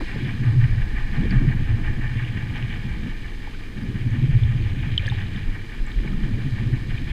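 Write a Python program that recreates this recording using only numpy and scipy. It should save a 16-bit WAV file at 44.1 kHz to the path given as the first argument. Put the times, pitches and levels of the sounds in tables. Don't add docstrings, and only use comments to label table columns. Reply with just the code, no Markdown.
import sys
import numpy as np
from scipy import signal
from scipy.fft import rfft, irfft, next_fast_len
from scipy.io import wavfile
from scipy.ndimage import uniform_filter1d

SR = 44100
rng = np.random.default_rng(int(sys.argv[2]) if len(sys.argv) > 2 else 0)


def file_out(sig):
    cols = np.atleast_2d(sig).T
    lim = np.clip(cols, -1, 1)
    pcm = np.round(lim * 32767).astype(np.int16)
    wavfile.write(sys.argv[1], SR, pcm)


N = 313992
T = np.arange(N) / SR

# f/Hz, rms level/dB
WHINE_TONES = [(6594, -81.5), (8812, -86), (10429, -88.5), (13127, -89)]

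# f/Hz, level/dB
FIZZ_SPECTRUM = [(2400, 1.5), (3300, -2), (4000, 3), (4450, -2.5), (4700, -0.5), (4900, -3.5), (5080, 0.5),
                 (5350, -13.5), (6400, -14.5), (9000, -17.5), (15000, -37)]
HISS_SPECTRUM = [(250, 21), (350, 17), (490, 10.5), (600, 1), (1300, 0), (4000, -11), (5800, -13),
                 (6350, -10), (7000, -14), (9300, -16.5), (11500, -20), (13500, -19.5), (14100, -26.5),
                 (15200, -21.5)]
CHURN_SPECTRUM = [(1400, -18.5), (1750, -0.5), (2050, -2.5), (2400, 3.5), (2850, -4.5), (3080, -1),
                  (3500, -8), (4100, -19), (5000, -31.5)]
# t/s, level/dB
FIZZ_LEVEL = [(0, -49.5), (.2, -53.5), (.7, -55), (1.22, -55), (1.7, -57.5), (3.4, -56.5), (4.8, -59.5),
              (5.1, -57.5), (5.5, -57), (7.12, -54)]
# t/s, peak level/dB, length/s
SPLASHES_OF_FROTH = [(0.243, -44, 0.24), (1.004, -53, .05), (1.282, -46.5, 0.087), (2.19, -46.5, .12),
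                     (2.281, -40.5, 0.023), (2.564, -41, 0.036), (2.74, -47, .07), (2.65, -51.5, 1),
                     (4.503, -49.5, 0.99), (5.12, -44, 0.51), (6.903, -46, 0.028), (6.98, -43.5, 0.015),
                     (7.102, -46.5, 0.043)]
SIMMER_DB = -51.5
GUST_DB, BURST_SPREAD_DB = 1.5, 5.2

# f/Hz, width/Hz, relative level/dB
BOAT_RESONANCES = [(699, 73, -9.5), (940, 830, -18.5), (845, 63, -5), (1041, 120, -11), (1205, 72, -6.5),
                   (1546, 99, -5.5), (1758, 235, 1.5), (1847, 120, -2.5), (2283, 152, -1.5),
                   (2434, 610, -9.5), (2750, 50, -8.5), (2980, 210, -14)]
# t/s, level/dB
BOAT_LEVEL = [(0, -36.5), (.45, -39.5), (.65, -38), (.85, -38.5), (1.0, -37.5), (1.33, -35.5), (1.6, -38),
              (2.05, -38), (2.4, -37), (2.6, -38.5), (3.0, -41.5), (3.55, -46.5), (4.15, -43),
              (4.75, -43.5), (5.15, -40.5), (5.75, -43.5), (6.35, -42), (6.8, -42), (7.12, -42.5)]
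# t/s, turn rate/Hz
SHAFT_SPEED = [(0, 5.699), (3, 5.69), (4.5, 5.7), (5.7, 5.81), (7.12, 5.71)]
# share of the turn, relative level/dB
TURN_SHAPE = [(0, -2.2), (.3, -3.8), (.42, -3.2), (.48, 2.6), (.53, 3.6), (.59, 1.2), (.69, 4.5),
              (.76, 1.4), (.82, -1.6), (.9, -.8)]
# t/s, factor on the dB of the turn shape
THROB_DEPTH_CURVE = [(0, 1), (1.7, 0.93), (2.3, 0.84), (7.12, 1)]
RATTLE_ROUGH_DB = 1.8

# t/s, f/Hz, level/dB, ring t60/s, start pitch over final pitch
NEAR_BUBBLES = [(.009, 1000, -13.5, 0.0055, 0.87), (0.017, 487, -30.5, 0.035, 2.3),
                (0.159, 423, -25, 0.033, 0.71), (1.165, 4100, -35, .012, 1.05),
                (1.254, 428, -24, 0.045, 0.6), (1.3075, 4570, -25.5, 0.013, 1.05),
                (2.248, 2800, -27.5, 0.021, 1.14), (2.58, 4600, -28, .003, 1.2),
                (2.626, 2700, -13, 0.0047, 1), (3.062, 354, -29, 0.023, 1.6),
                (3.473, 850, -30.5, 0.036, 0.94), (3.476, 336, -31, .03, 1.3),
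                (3.535, 1220, -40, .03, 0.81), (3.546, 1530, -33, 0.03, 0.9),
                (3.833, 4750, -40, 0.015, 1.03), (4.106, 6200, -44, 0.013, 1.2),
                (4.435, 3586, -28.5, 0.014, 0.84), (4.57, 4700, -39, .008, 1.05),
                (4.600, 337, -31, 0.15, 0.72), (4.9783, 3020, -3, 0.014, 1.15),
                (4.995, 2360, -21, 0.022, 0.87), (5.031, 540, -35, 0.041, 1.2),
                (5.062, 520, -37, 0.068, 1.1), (5.051, 2800, -26, 0.022, 1.1),
                (5.060, 3203, -23, 0.012, 1.1), (5.0668, 5230, -14, 0.0011, 0.92),
                (5.0678, 4660, -26, 0.0083, 1), (5.0712, 7700, -34, 0.0039, 1.17),
                (5.079, 1687, -16.5, 0.03, 1.28), (5.087, 6320, -36, 0.013, 1.03),
                (5.099, 3650, -22.5, 0.017, 0.98), (5.1205, 820, -27.5, 0.037, 1.6),
                (5.203, 6100, -43, .008, 1.05), (5.3607, 3750, -27, 0.012, 0.64),
                (5.866, 7450, -33, 0.006, 1.05), (5.917, 3610, -32, 0.013, 1.03),
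                (5.931, 5000, -33, .002, 1.2), (6.046, 378, -27, 0.059, 1.1),
                (6.076, 2210, -27, 0.028, 1.14), (6.131, 1240, -35, 0.05, 1.3),
                (6.233, 3100, -32, .018, 0.82), (6.385, 430, -33, 0.06, 0.73)]
# t/s, spread/s, level of the strongest/dB, bubble rate/Hz
BUBBLE_CLOUDS = [(4.72, 0.15, -34, 114), (5.14, 0.095, -31, 210), (5.36, .03, -37, 220)]

# f/Hz, level/dB
BUFFET_SPECTRUM = [(5, -25), (10, -7), (18, -2), (27, 1), (37, -9), (50, -11), (68, -16), (100, -30),
                   (200, -60)]
BURBLE_SPECTRUM = [(50, -22), (70, -7.5), (83, 5), (96, -3.5), (116, 5), (135, -8.5), (160, -7), (220, -26)]
SWIRL_SPECTRUM = [(100, -1), (145, 0.5), (185, 5), (260, -1.5), (340, -7.5), (400, -19.5), (500, -20.5),
                  (600, -28.5), (1200, -31.5)]
# t/s, level/dB
BUFFET_LEVEL = [(0, -25), (.25, -32.5), (.7, -20.5), (1.3, -21.5), (1.95, -22), (2.25, -31), (3.1, -27.5),
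                (3.8, -31.5), (4.35, -25.5), (4.8, -27), (5.7, -32), (6.15, -22.5), (6.55, -28.5),
                (7.12, -24.5)]
# t/s, f/Hz, peak level/dB, length/s
WATER_SHOVES = [(.952, 32.3, -15, 0.029), (1.24, 27.2, -17, 0.036), (1.385, 28.5, -7, 0.033),
                (2.925, 62, -22, .035), (4.35, 27.5, -15.5, 0.0805), (4.452, 75, -16, .03),
                (4.635, 68.3, -20, .04), (5.49, 26.3, -15, 0.055), (5.82, 26.7, -12.5, 0.033),
                (5.982, 33.5, -10, 0.035), (6.035, 27.6, -17, .035), (6.23, 30, -17.5, 0.038)]
# t/s, f/Hz, peak level/dB, length/s
AIR_GULPS = [(.105, 116.8, -26.5, 0.034), (.17, 124, -25.5, 0.029), (.244, 123, -21.5, .04),
             (.3, 125.8, -19.5, 0.045), (.41, 119.8, -16.5, 0.037), (.482, 117.6, -11, .052),
             (.535, 117.7, -13, 0.027), (.585, 128, -11, 0.05), (.643, 122.2, -8.5, 0.034),
             (.717, 110.3, -14.5, 0.041), (.777, 111.5, -15.5, 0.033), (.83, 107.6, -23, 0.026),
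             (.93, 113, -32, 0.026), (.995, 117, -28, .03), (1.05, 112.6, -29, 0.027),
             (1.115, 120, -28.5, .028), (1.187, 132.4, -17.5, 0.02), (1.303, 130, -18.5, 0.019),
             (1.37, 128, -11, 0.024), (1.429, 126.4, -15, 0.023), (1.489, 131.6, -11.5, 0.028),
             (1.562, 117.4, -16.5, 0.026), (1.627, 116.3, -21, 0.028), (1.745, 109, -13, 0.026),
             (1.832, 102.3, -20, 0.031), (1.895, 120.8, -23.5, 0.0322), (1.94, 120.3, -22, .03),
             (1.994, 114.5, -23, 0.036), (2.061, 117.4, -22, 0.032), (2.118, 119.8, -21.5, 0.023),
             (2.18, 116.2, -22, .028), (2.234, 123.3, -19, 0.028), (2.298, 117.5, -21.5, .032),
             (2.644, 123.8, -17.5, 0.025), (3.835, 121, -24, 0.035), (3.895, 120.3, -24.5, 0.028),
             (3.955, 115, -22, .03), (4.01, 116, -22, .028), (4.069, 121, -16, 0.03),
             (4.133, 118, -14.5, 0.036), (4.19, 124.5, -13, .026), (4.24, 126, -8.5, 0.034),
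             (4.297, 129.5, -12.5, 0.028), (4.361, 124.8, -8.5, .033), (4.432, 114.5, -10, 0.031),
             (4.504, 109, -12, 0.028), (4.559, 116.8, -12.5, 0.022), (4.616, 106.7, -14.5, 0.0257),
             (4.661, 104, -18, 0.028), (4.73, 107, -21.5, 0.024), (4.793, 119, -17, 0.023),
             (4.922, 115.2, -19, .035), (5.006, 100.4, -16.5, 0.031), (5.065, 104, -16.5, .028),
             (5.121, 112.3, -14, .028), (5.181, 106.3, -18, 0.026), (6.253, 128, -19.5, 0.022),
             (6.338, 109.4, -17.5, 0.027), (6.399, 116.6, -21, 0.03), (6.541, 116.8, -17.5, 0.038),
             (6.614, 115.4, -17, .03), (6.67, 120, -14.5, 0.024), (6.737, 123, -12.5, 0.023),
             (6.947, 112.5, -19.5, 0.023)]
# t/s, f/Hz, peak level/dB, length/s
AIR_GURGLES = [(.02, 280, -25.5, 0.028), (.17, 240, -30.5, 0.022), (.225, 283, -28.5, .022),
               (.334, 211, -25.5, 0.031), (.424, 212, -25, .025), (.479, 213, -27, .022),
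               (.753, 196.5, -33, 0.024), (.86, 214, -32, 0.026), (.945, 211, -30.5, 0.023),
               (1.08, 226.6, -33, .035), (1.135, 185.5, -28, 0.029), (1.195, 192.6, -19, .022),
               (1.244, 202.5, -24, 0.024), (1.328, 205, -18, .032), (1.408, 222.6, -27, .03),
               (1.489, 199.3, -20.5, .03), (1.812, 253, -27.5, 0.029), (1.879, 256, -30.5, .025),
               (2.544, 249, -29, 0.034), (2.853, 208.2, -27, 0.021), (3.045, 219.5, -27, 0.036),
               (3.77, 213.4, -33, 0.034), (3.833, 234.5, -25.5, .028), (3.899, 278.6, -29.5, .028),
               (3.952, 206, -22, 0.014), (4.07, 218.5, -24.5, 0.028), (4.163, 219.2, -25, 0.04),
               (4.232, 262, -25, 0.027), (4.536, 197.5, -28, 0.028), (4.74, 201, -32.5, 0.033),
               (4.869, 207, -29, 0.027), (5.11, 196, -32, 0.03), (5.227, 204, -32, .025),
               (5.365, 217, -29, 0.02), (5.483, 251, -30.5, 0.035), (6.008, 256.5, -30, 0.026),
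               (6.065, 169, -25.5, 0.017), (6.125, 190, -25, 0.043), (6.185, 174.6, -26, .03),
               (6.235, 215.3, -24, 0.029), (6.317, 244, -24.5, .018), (6.461, 242.5, -26.5, 0.031),
               (6.622, 213.3, -27, 0.029), (6.695, 269.5, -29.5, 0.028), (6.748, 268.4, -29.5, .025),
               (7.02, 227, -31, 0.038)]
# start t/s, attack/s, time until the burble crests/s, length/s, swirl level/dB,
#   swirl level in the wake/dB, burble level before cap and trim/dB,
#   relative flow speed in the push, relative flow speed in the wake
SWIM_STROKES = [(0.02, .16, 0.56, .77, -32, -49, -19, 1.08, .97),
                (1.129, 0.078, 0.33, 1.927, -28, -38.5, -20, 1.02, .99),
                (3.689, 0.1707, 0.62, 1.83, -38.5, -38, -20, 1.1, .88),
                (5.932, 0.1286, 0.49, 1.2, -30.5, -42.5, -24.5, 1.1, .99)]
STROKE_RELEASE_S, SWIRL_FADE_S = 0.0901, 0.47
CALM_SWIRL_DB, CALM_BURBLE_DB = -45.5, -37.5
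BURBLE_BUILD_DB_PER_S, BURBLE_FADE_DB_PER_S = 24.5, 7
SLOWING_S, CALM_SPEED = .6, .94
RECOVERY_DB, RECOVERY_LEAD_S, RECOVERY_S = -42.5, 0.07, 0.86
GULPS_PER_S, GULP_HZ, GULP_S = 16.4, 117, .028

TOP_HZ = 15250


def undb(db):
    return 10 ** (np.asarray(db) / 20)


def unit(x):
    return x / np.sqrt(np.mean(x ** 2))


def curves(table):
    s, *columns = np.transpose(table)
    return [np.interp(T, s, c) for c in columns]


def hump(t, length):
    return 2 ** -((2 * t / length) ** 2)


def walk(rate):
    k = max(int(SR / rate), 1)
    steps = np.repeat(rng.standard_normal(N // k + 1), k)[:N]
    return unit(uniform_filter1d(steps, k))


def patter(rate, spread_db):
    chance, size = rng.random(N), rng.standard_normal(N)
    return (chance < rate / SR) * rng.choice([-1, 1], N) * undb(spread_db * size)


def colour(x, points):
    hz, db = np.transpose(points)
    size = next_fast_len(N)
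    f = np.maximum(np.fft.rfftfreq(size, 1 / SR), 1)
    gain = undb(np.interp(np.log(f), np.log(hz), db))
    skirts = np.minimum(f / hz[0], 1) ** 2 * np.minimum(hz[-1] / f, 1) ** 2
    shaped = irfft(rfft(x, size) * gain * skirts, size)
    return unit(shaped[:N])


def resonate(x, hz, width):
    b, a = signal.iirpeak(hz, hz / (2 * width), fs=SR)
    return signal.sosfilt([np.r_[b, a]] * 3, x)


def bubbles(table, settle_s=0.00085, rise_s=0.00049):
    out, t = np.zeros(N + SR), T[:SR // 10]
    for at, hz, db, t60, start_ratio in table:
        pitch = hz * (1 + (start_ratio - 1) * np.exp(-t / settle_s))
        decay = np.exp(-np.log(1000) * t / t60)
        ring = (1 - np.exp(-t / rise_s)) * decay
        start = max(int(at * SR), 0)
        tone = np.sin(2 * np.pi * np.cumsum(pitch) / SR)
        out[start:start + len(t)] += undb(db) * ring * tone
    return out[:N]


def whine():
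    return sum(np.sqrt(2) * undb(db) * np.sin(2 * np.pi * hz * T) for hz, db in WHINE_TONES)


def froth():
    power = sum((undb(db) * hump(T - at, length)) ** 2 for at, db, length in SPLASHES_OF_FROTH)
    return 10 * np.log10(power + undb(SIMMER_DB) ** 2)


def stray_bubbles(churn_db, count=220, low_hz=2100, octaves=1.3, cycles=40):
    when, smallness, luck = rng.random((count, 3)).T
    at = when * T[-1]
    hz = low_hz * 2 ** (octaves * smallness)
    db = np.interp(at, T, churn_db) + 10 + 8 * luck ** 2 - 8 * smallness
    return np.column_stack([at, hz, db, cycles / hz, np.ones(count)])


def sea():
    churn_db = froth()
    fizz_db, = curves(FIZZ_LEVEL)
    churn_bursts = colour(patter(3500, spread_db=BURST_SPREAD_DB), CHURN_SPECTRUM)
    churn = churn_bursts * undb(churn_db + GUST_DB * walk(25) + 2.5)
    fizz = colour(patter(9000, spread_db=5.5), FIZZ_SPECTRUM) * undb(fizz_db + 2.0)
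    hiss = colour(rng.standard_normal(N), HISS_SPECTRUM) * undb(-45.0)
    return churn + bubbles(stray_bubbles(churn_db)) + fizz + hiss


def boat(lag_per_octave=0.062):
    share, turn_db = np.transpose(TURN_SHAPE)
    level_db, = curves(BOAT_LEVEL)
    depth, = curves(THROB_DEPTH_CURVE)
    turn_hz, = curves(SHAFT_SPEED)
    shaft = np.cumsum(turn_hz) / SR
    roughness = undb(RATTLE_ROUGH_DB * walk(180))
    out = np.zeros(N)
    for hz, width, mode_db in BOAT_RESONANCES:
        turns = shaft + lag_per_octave * min(np.log2(hz / 1750), 0)
        throb_db = depth * np.interp(turns % 1, share, turn_db, period=1)
        rattle = roughness * rng.standard_normal(N)
        out += resonate(rattle, hz, width) * undb(mode_db + throb_db)
    return unit(out) * undb(level_db - 1.63)


def cloud_bubbles(low_hz=2300, octaves=0.78, cycles=26, spread_db=9, count=300):
    rows = []
    for centre, spread_s, db, per_s in BUBBLE_CLOUDS:
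        in_cloud = int(3 * spread_s * per_s)
        smallness, luck, early, late = rng.random((count, 4))[:in_cloud].T
        hz = low_hz * 2 ** (octaves * smallness)
        at = centre + np.sqrt(6) * spread_s * (early - late)
        rows.append(np.column_stack([at, hz, db - spread_db * luck, cycles / hz, 1 + luck / 10]))
    return np.vstack(rows)


def surface_scatter(x, wet_db=-15, t60_s=0.06):
    t = T[:SR // 10]
    tail = rng.standard_normal(len(t)) * np.exp(-np.log(1000) * t / t60_s)
    wet = signal.fftconvolve(x, tail / np.linalg.norm(tail))[:N]
    return x + undb(wet_db) * wet


def near_bubbles():
    return surface_scatter(bubbles(NEAR_BUBBLES) + bubbles(cloud_bubbles()))


def eddies(points, span_s, speed=1):
    travelled = np.cumsum(np.ones(N) * speed)
    noise = colour(rng.standard_normal(N), points)
    x = np.interp(travelled, np.arange(N), noise)
    k = max(int(span_s * SR), 1)
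    power = uniform_filter1d(uniform_filter1d(x ** 2, k), k)
    return x / np.sqrt(power)


def swells(table, wander, wander_rate=70, sag_per_s=0., tail=0.093):
    out, wobble = np.zeros(N), 1 + wander * walk(wander_rate)
    for (at, hz, db, length), start in zip(table, rng.random(len(table))):
        near = slice(*np.searchsorted(T, [at - 2 * length, at + 2 * length]))
        t = T[near] - at
        pitch = hz * wobble[near] * np.exp(-sag_per_s * t)
        envelope = hump(t, length * (1 + tail * np.sign(t)))
        out[near] += undb(db) * envelope * np.sin(2 * np.pi * (np.cumsum(pitch) / SR + start))
    return out


def blubs(swirl_gain, count=40, low_hz=200, octaves=1.07, cycles=22, above_db=1.5, spread_db=5, fall_db=8):
    when, smallness, luck = rng.random((count, 3)).T
    at = when * T[-1]
    hz = low_hz * 2 ** (octaves * smallness)
    swirl_db = 20 * np.log10(np.interp(at, T, swirl_gain))
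    db = swirl_db + above_db + spread_db * luck - fall_db * smallness
    return np.column_stack([at, hz, db, cycles / hz, np.ones(count)])


def soft_gulps(air_gain, speed, jitter=0.1227, scatter=0.058, spread_db=2.4, above_db=2.0, clear_s=.04):
    late, size, luck = rng.standard_normal((N // 2000, 3)).T
    at = (np.arange(len(late)) + jitter * late) / GULPS_PER_S
    hz = GULP_HZ * np.interp(at, T, speed) * (1 + scatter * size)
    db = 20 * np.log10(np.interp(at, T, air_gain)) + above_db + spread_db * luck
    free = np.abs(at[:, None] - np.array(AIR_GULPS)[:, 0]).min(axis=1) > clear_s
    return np.column_stack([at, hz, db, np.full(len(at), GULP_S)])[free]


def strokes():
    swirl_power, burble_power = undb(CALM_SWIRL_DB) ** 2, undb(CALM_BURBLE_DB) ** 2
    speed = CALM_SPEED
    for (start, attack_s, crest_s, length, swirl_db, wake_db, burble_db,
         push_speed, wake_speed) in SWIM_STROKES:
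        age = np.maximum(T - start, 0)
        release = np.exp(-np.maximum(age - length, 0) / STROKE_RELEASE_S)
        moving = np.minimum(age / attack_s, 1) * release
        push_db = wake_db + (swirl_db - wake_db) * np.exp(-(age / SWIRL_FADE_S) ** 2 / 2)
        recovery = undb(RECOVERY_DB) * hump(age - length + RECOVERY_LEAD_S, RECOVERY_S)
        before_crest_db = (crest_s - age) * BURBLE_BUILD_DB_PER_S
        after_crest_db = (age - crest_s) * BURBLE_FADE_DB_PER_S
        air_db = burble_db - np.maximum(before_crest_db, after_crest_db)
        flow = wake_speed + (push_speed - wake_speed) * np.exp(-(age / SLOWING_S) ** 2 / 2)
        swirl_power = swirl_power + moving ** 2 * (undb(push_db) ** 2 + recovery ** 2)
        burble_power = burble_power + (moving * undb(air_db)) ** 2
        speed = speed + moving * (flow - CALM_SPEED)
    return np.sqrt(swirl_power), np.sqrt(burble_power), speed / speed.mean()


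def water(steady_limit_db=-20.0, burble_db=-5.0, flutter_db=2.5):
    buffet_db, = curves(BUFFET_LEVEL)
    swirl_gain, burble_gain, speed = strokes()
    buffet = eddies(BUFFET_SPECTRUM, 0.1) * undb(buffet_db)
    shoves = swells(WATER_SHOVES, wander=0.038)
    air_gain = np.minimum(burble_gain, undb(steady_limit_db))
    burble = eddies(BURBLE_SPECTRUM, 0.087, speed) * air_gain * undb(burble_db)
    all_gulps = np.vstack([AIR_GULPS, soft_gulps(air_gain, speed)])
    gulps = swells(all_gulps, wander=0.041, sag_per_s=2.215)
    swirl = eddies(SWIRL_SPECTRUM, 0.056, speed) * swirl_gain * undb(flutter_db * walk(32))
    gurgles = swells(AIR_GURGLES, wander=0.169, wander_rate=220)
    big_bubbles = bubbles(blubs(swirl_gain), rise_s=0.0048)
    return buffet + shoves + burble + gulps + swirl + gurgles + big_bubbles


def case_wall(x, notch_hz=2612, width_hz=150, leak=0.12):
    notched = signal.lfilter(*signal.iirnotch(notch_hz, notch_hz / width_hz, fs=SR), x)
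    return notched + leak * (x - notched)


def scene():
    outside = water() + near_bubbles() + boat() + sea()
    return (case_wall(outside) + whine())[None]


def record(dry):
    fade = np.minimum(np.minimum(T, T[::-1]) / .004, 1)
    low_pass = signal.ellip(10, .2, 80, TOP_HZ, fs=SR, output="sos")
    return signal.sosfilt(low_pass, dry * fade)


dry = scene()
out = record(dry)
file_out(out)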